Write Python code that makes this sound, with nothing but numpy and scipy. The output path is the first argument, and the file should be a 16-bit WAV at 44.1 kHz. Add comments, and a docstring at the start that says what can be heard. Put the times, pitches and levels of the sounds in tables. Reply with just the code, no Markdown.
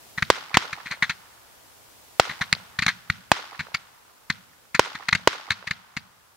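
"""Firework candles at night

Candles fire on open ground, some tens of metres from a stereo microphone, over hiss of drifting level.
Each lift charge gives a rasp, gas noise in ragged spurts, and a low thump, a short swing of ejected air.
Some stars burst aloft: a brief pressure swing that overloads the recorder and arrives twice, straight
and off the ground. Convolution with patchy, decaying noise and discrete slaps echoes shots and bursts."""
import sys
import numpy as np
from scipy import signal
from scipy.fft import rfft, irfft
from scipy.io import wavfile
from scipy.ndimage import uniform_filter1d

SR = 44100
rng = np.random.default_rng(int(sys.argv[2]) if len(sys.argv) > 2 else 0)


def materialize(psi):
    """Save the field psi as 16-bit PCM at rate SR to the path in sys.argv[1].

    A 1-D psi becomes a single channel; in a 2-D psi each row is a channel.
    """
    bounded = np.clip(np.atleast_2d(psi).T, -1, 1)
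    quanta = np.round(bounded * 32767).astype(np.int16)
    wavfile.write(sys.argv[1], SR, quanta)


N = 280476

# Background hiss spectrum, relative: (frequency [Hz], density [dB per Hz])
HISS_SPECTRUM = [(14, -28.5), (23, -4), (105, 6), (153, -3), (242, 0), (927, 3.5), (1060, -0.5),
                 (2250, -3.5), (4910, -4.5), (14400, -7.5)]
# Course of the hiss: (time [s], level of its 9-14 kHz band [dB])
HISS_LEVEL = [(0.1, -57), (0.56, -62), (2.37, -58.5), (2.5, -60), (3.3, -63.5), (4.98, -64.5),
              (5.76, -67.5), (6.36, -66.5)]
# Lift charges: (time [s], rasp peak [dB], thump against rasp [dB], rasp pitch control [Hz],
# rasp decay constant [ms])
LIFT_CHARGES = [(0.179, -12, -16, 1690, 9.1), (0.2243, -4, -15.5, 1910, 3.9),
                (0.5442, -6.5, -19, 1790, 6.4), (0.73, -14.5, -20, 1810, 5.5),
                (0.8593, -19, -19, 1810, 16.3), (0.9112, -15.5, -18, 1890, 12.7),
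                (1.025, -6.5, -18.5, 1730, 10.6), (1.0967, -12.5, -18.5, 1900, 8.3),
                (2.2956, -18, -17.5, 1640, 8.8), (2.3095, -22.5, -14, 1770, 17),
                (2.4119, -11.5, -13, 1690, 9.8), (2.5278, -1, -19.5, 2140, 2.8),
                (2.79, -8.5, -15.5, 1930, 5.1), (2.8222, -10, -15, 2100, 7.5), (2.8647, -3, -17.5, 1800, 3),
                (2.8815, -7.5, -19.5, 1820, 9.9), (3.1005, -3, -16, 1880, 3.13),
                (3.594, -17, -14, 2090, 10.4), (3.6075, -19, -11.5, 1590, 3.1),
                (3.7452, -10, -22, 2170, 5.4), (4.3012, -6, -16, 1910, 4.5), (4.748, -12, -15, 2030, 7.8),
                (4.9508, -20, -15.5, 1670, 9.1), (5.0863, -8, -22.5, 1960, 4.3),
                (5.1278, -2, -18.5, 1810, 4.7), (5.1509, -8.5, -14, 2090, 4.1),
                (5.5064, -5.5, -21, 1830, 2.4), (5.5163, -13.5, -19, 1980, 6.1),
                (5.6732, -16.5, -19.5, 1950, 6.6), (5.7094, -9.5, -17.5, 2030, 4.5),
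                (5.9688, -15, -11, 2080, 5.5)]
# Rasp spectrum, relative; the ground cancels the band under 1 kHz: (frequency [Hz], density [dB per Hz])
RASP_SPECTRUM = [(300, -33), (600, -30), (1000, -14), (2100, 0), (2570, -7), (3000, -18.5), (4400, -10.5),
                 (5300, -26.5), (6500, -22.5), (8000, -33.5), (13000, -41), (16500, -50.5)]
# What a lift charge sends into the surroundings, against its rasp: (frequency [Hz], density [dB per Hz])
SHOT_FIELD_SPECTRUM = [(280, -35), (560, -8), (1000, 5), (1500, 10.5), (2200, 3), (4200, -5), (8400, -10),
                       (14900, -28.5)]
# Scattered echo field, levels before band filtering: (band centre [Hz], early level [dB], early t60 [s],
# late level [dB], late t60 [s], left-right likeness [0-1])
ECHO_FIELD = [(70.4, -66, 0.44, -69.5, 3.4, 0.7), (144.4, -45, 0.12, -63.5, 0.96, .6),
              (267, -52, 0.55, -76.5, 2.3, .3), (575, -71.5, 0.32, -73.5, 3.2, 0),
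              (1150, -60.5, 0.63, -68, 4.5, 0.2), (1560, -63.5, 0.73, -70.5, 1, .2),
              (2250, -49, 0.33, -58, 2, 0), (4130, -43.5, 0.38, -55, 1.9, 0),
              (8900, -61, 0.63, -81, 1.1, 0.6)]
# Larger reflectors, levels before band filtering: (lag [s], spread [ms], centre [Hz], level [dB],
# left minus right [dB])
LARGE_REFLECTORS = [(0.057, 14, 3200, -47.5, -2.5), (.057, 14, 160.1, -56, -0.5),
                    (0.076, 3, 664, -53.5, -15.5), (0.096, 1.7, 683, -60.5, 10),
                    (0.124, 2.8, 1000, -59, 16), (0.148, 2.3, 1250, -65, 4), (0.205, 1.5, 480, -53, -8.5),
                    (0.214, 1.9, 1000, -55, -10.5), (.233, 3, 1700, -56.5, -13),
                    (0.352, 0.96, 860, -55, -17.5), (0.368, 0.56, 540, -53, -3),
                    (0.402, 1.7, 850, -63.5, -15)]
# Bursting stars; higher stars have longer lags: (time [s], ground bounce lag [ms], wall echo lag [ms])
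STAR_BURSTS = [(.30156, 1.84, 63.5), (.57096, .92, 52), (2.19763, 1.39, 55.5), (3.31676, 1.09, 50),
               (4.79426, 1.97, 65), (5.27426, 1.94, 57)]

SIDES = np.array([[1], [-1]])  # left, right: a pan in dB is left minus right
LEAD_IN_MS = 10  # room ahead of each shot for its build-up

RISE_MS, RISE_MS_PER_DB = 1.2, 0.14  # weaker charges build up more slowly
SPURT_DB = 3.84  # standard deviation of the raggedness
RASP_PAN_DB, RASP_UNLIKE_DB = 2, -3.5
LEFT_LAG = 1  # samples, for the tubes on the ground
NEAR_ECHO_MS, NEAR_ECHO_DB = 23, -17  # a small bright reflector behind the tubes
THUMP_HZ, THUMP_CENTRE_MS, THUMP_WIDTH_MS = 150, 3.0, 2.4
THUMP_PITCH_SCATTER = .15  # standard deviation of the log of each thump's pace

THUMP_FIELD_DB, BLAST_FIELD_DB = 4, -4  # sent to the surroundings, against the direct sound
FIELD_ONSET_MS = 7.2
FIELD_PATCHY_DB = 1  # standard deviation, separate in each band
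FIELD_GRAIN_DB = 2.6  # single bushes and posts stand out of the scatter in all bands at once

BLAST_HZ, BLAST_LEAD, BLAST_WIDTH_MS = 720, .7, .54  # swing, radians already past the crest, length
BLAST_DB, BOUNCE_DB = 14, -5  # the bounce is against the blast
BOUNCE_LEAD, BOUNCE_WIDTH_MS = .45, .52  # soft ground broadens the crest and weakens the suction
BOUNCE_PAN_DB, BOUNCE_RIGHT_LAG = -3, 2  # it reaches the right port stronger and samples later
RATTLE_DB, RATTLE_UNLIKE = -19.5, 1.1  # scatter from things near the microphone
RATTLE_FALL_MS, RATTLE_HZ = 2.8, 6000
RIGHT_ECHO_DB, RIGHT_ECHO_PAN_DB = -23.5, -8
RIGHT_ECHO_MS, RIGHT_ECHO_PER_BOUNCE = 3.3, 1.6  # its lag grows with the bounce lag
WALL_ECHO_DB = -32

TOP_HZ = 15600


def undb(db):
    """Level law: amplitude is ten to the power of dB over twenty."""
    return 10 ** (np.asarray(db) / 20)


def colour(x, points, stretch=1):
    """Spectral shaping: weight by (Hz, dB) points, their frequencies multiplied by stretch."""
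    hz, db = np.transpose(points)
    size = x.shape[-1]
    f = np.maximum(np.fft.rfftfreq(size, 1 / SR), 1)
    gain_db = np.interp(np.log(f), np.log(hz * stretch), db)
    return irfft(rfft(x) * undb(gain_db), size)


def band(x, lo_hz, hi_hz):
    """Band limitation by a Butterworth filter."""
    sos = signal.butter(2, [lo_hz, min(hi_hz, .45 * SR)], "band", fs=SR, output="sos")
    return signal.sosfilt(sos, x)


def add(out, x, s):
    """Superposition: pressures add, here x into out from s seconds."""
    i = int(round(s * SR))
    out[..., i:i + x.shape[-1]] += x[..., :N - i]


def smooth_noise(noise, size):
    """Averaging of independent draws: a running mean, rescaled to keep the variance."""
    return uniform_filter1d(noise, size=size) * np.sqrt(size)


def hiss():
    """Stationary random noise: coloured hiss and far rumble, independent by channel, slowly changing level."""
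    noise = colour(rng.standard_normal((2, N)), HISS_SPECTRUM)
    noise = noise / np.std(band(noise, 9000, 14000))
    s, db = np.transpose(HISS_LEVEL)
    return noise * undb(np.interp(np.arange(N) / SR, s, db))


def rise_ms(db):
    """Charge build-up: the rise time constant grows as the rasp's peak level falls."""
    return max(RISE_MS - RISE_MS_PER_DB * db, .3)


def thump(ms, db):
    """Air-column oscillation: the ejected column swings briefly, as a cosine under a Gaussian."""
    swing = np.cos(2 * np.pi * THUMP_HZ * (ms + .8) / 1000)
    envelope = np.exp(-.5 * ((ms - THUMP_CENTRE_MS) / THUMP_WIDTH_MS) ** 2)
    return swing * envelope * undb(db)


def shots():
    """Turbulent jet noise: gas rasps out of the tube in spurts while the ejected air column thumps once."""
    out, size = np.zeros((2, N)), 4096
    ms = np.arange(size) / SR * 1000 - LEAD_IN_MS
    chance = rng.standard_normal((len(LIFT_CHARGES), 3, size))
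    for (s, rasp_db, thump_db, hz, fall), (mid, side, spurt) in zip(LIFT_CHARGES, chance):
        rise = rise_ms(rasp_db)
        pace = np.exp(THUMP_PITCH_SCATTER * spurt[0])
        t = np.maximum(ms + 1.064 * rise, 0)  # the flow sets in ahead of the listed time
        flow = (1 - np.exp(-t / rise)) ** 2 * np.exp(-t / fall)
        flow = flow * undb(SPURT_DB * smooth_noise(spurt, 30))
        # the two ports hear the same low mids but unlike treble
        unlike = band(side * flow, 3500, 16000) * undb(RASP_UNLIKE_DB)
        # the spectrum shifts by the square root of the pitch control
        rasp = colour(mid * flow + SIDES * unlike, RASP_SPECTRUM, (hz / 2000) ** .5)
        rasp = rasp / np.abs(rasp.mean(0)).max()
        rasp = rasp * undb(rasp_db + SIDES * RASP_PAN_DB / 2)
        add(out, rasp + thump(ms * pace, rasp_db + thump_db), s - LEAD_IN_MS / 1000)
        near_echo = band(rasp, 3100, 5500) * undb(NEAR_ECHO_DB)
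        add(out, near_echo, s + (NEAR_ECHO_MS - LEAD_IN_MS) / 1000)
    left, right = out
    return np.array([np.roll(left, LEFT_LAG), right])


def outgoing():
    """Impulsive excitation: each shot and burst sends plain pulses over the ground to the reflectors."""
    rasps, rest = np.zeros((2, N))
    ms = np.arange(1200) / SR * 1000
    for s, rasp_db, thump_db, _, fall in LIFT_CHARGES:
        # longer rasps carry more energy
        add(rasps, undb(rasp_db) * np.sqrt([rise_ms(rasp_db) + fall]), s)
        sent_thump = thump(ms - LEAD_IN_MS, rasp_db + thump_db + THUMP_FIELD_DB)
        add(rest, sent_thump, s - LEAD_IN_MS / 1000)
    sent_blast = band(blast(ms), 350, 16000)  # the ground swallows its low end
    for s, *_ in STAR_BURSTS:
        add(rest, undb(BLAST_DB + BLAST_FIELD_DB) * sent_blast, s)
    return colour(rasps, SHOT_FIELD_SPECTRUM) + rest


def surroundings():
    """Impulse response of scattering: patchy noise with two decays per band, and slaps off big reflectors."""
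    size = int(2.5 * SR)
    t = np.arange(size) / SR
    out = 0
    grain = FIELD_GRAIN_DB * smooth_noise(rng.standard_normal(size), 90)
    for hz, early_db, early, late_db, late, like in ECHO_FIELD:
        mid, side, patch = rng.standard_normal((3, size))
        noise = np.sqrt(1 + like) * mid + np.sqrt(1 - like) * SIDES * side
        patchy = FIELD_PATCHY_DB * smooth_noise(patch, 300)
        fade = undb(early_db - 60 * t / early) + undb(late_db - 60 * t / late)
        scatter = noise * fade * undb(patchy + grain)
        out = out + band(scatter, hz / np.sqrt(2), hz * np.sqrt(2))
    out = out * (1 - np.exp(-t * 1000 / FIELD_ONSET_MS))
    roughness = rng.standard_normal((len(LARGE_REFLECTORS), size))
    for (lag, spread, hz, db, pan_db), rough in zip(LARGE_REFLECTORS, roughness):
        envelope = np.exp(-.5 * ((t - lag) * 1000 / spread) ** 2)
        slap = band(rough * envelope, hz / 2, hz * 2)
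        out = out + slap * undb(db + SIDES * pan_db / 2)
    return out


def echoes():
    """Linear superposition of reflections: the outgoing pulses convolved with the surroundings."""
    return signal.fftconvolve(outgoing()[None], surroundings(), axes=1)[:, :N]


def blast(ms, lead=BLAST_LEAD, width_ms=BLAST_WIDTH_MS):
    """Blast wave: a sharp overpressure, a longer suction and a small rebound."""
    swing = np.cos(2 * np.pi * BLAST_HZ * ms / 1000 + lead) * np.exp(-(ms / width_ms) ** 2)
    return band(swing, 85, 18000)


def bursts():
    """Multipath propagation: blast, ground bounce, nearby scatter, an echo from the right, one from a wall."""
    out, size = np.zeros((2, N)), 1500
    ms = np.arange(size) / SR * 1000
    direct = blast(ms)
    bounce = undb(BLAST_DB + BOUNCE_DB) * blast(ms, BOUNCE_LEAD, BOUNCE_WIDTH_MS)
    right_level = undb(BLAST_DB + RIGHT_ECHO_DB + SIDES * RIGHT_ECHO_PAN_DB / 2)
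    right_echo = right_level * band(direct, 800, 3500)
    wall_echo = undb(BLAST_DB + WALL_ECHO_DB) * band(direct, 700, 6100)
    rattle_fade = np.exp(-ms / RATTLE_FALL_MS) + undb(-9) * np.exp(-ms / 5)
    rattle_fade = rattle_fade * np.minimum(ms / .5, 1) ** 2
    chance = rng.standard_normal((len(STAR_BURSTS), 3, size))
    for (s, lag, wall), (mid, left, right) in zip(STAR_BURSTS, chance):
        grit = mid + RATTLE_UNLIKE * np.array([left, right])
        grit = band(band(grit, 330, RATTLE_HZ), 150, RATTLE_HZ)
        add(out, undb(BLAST_DB) * (direct + undb(RATTLE_DB) * grit * rattle_fade), s)
        add(out[0], bounce * undb(BOUNCE_PAN_DB / 2), s + lag / 1000)
        add(out[1], bounce * undb(-BOUNCE_PAN_DB / 2), s + lag / 1000 + BOUNCE_RIGHT_LAG / SR)
        add(out, right_echo, s + (RIGHT_ECHO_MS + RIGHT_ECHO_PER_BOUNCE * lag) / 1000)
        for path in (0, lag):  # straight and off the ground
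            add(out, wall_echo, s + (wall + path) / 1000)
    return out


def scene():
    """Superposition of the independent sources and their echoes at the microphone."""
    return hiss() + shots() + echoes() + bursts()


def record(dry):
    """Overload and band limitation: the converter clips at full scale and the top is cut."""
    low_pass = signal.ellip(8, .2, 70, TOP_HZ, fs=SR, output="sos")
    return signal.sosfilt(low_pass, np.clip(dry, -1, 1))


dry = scene()
out = record(dry)
materialize(out)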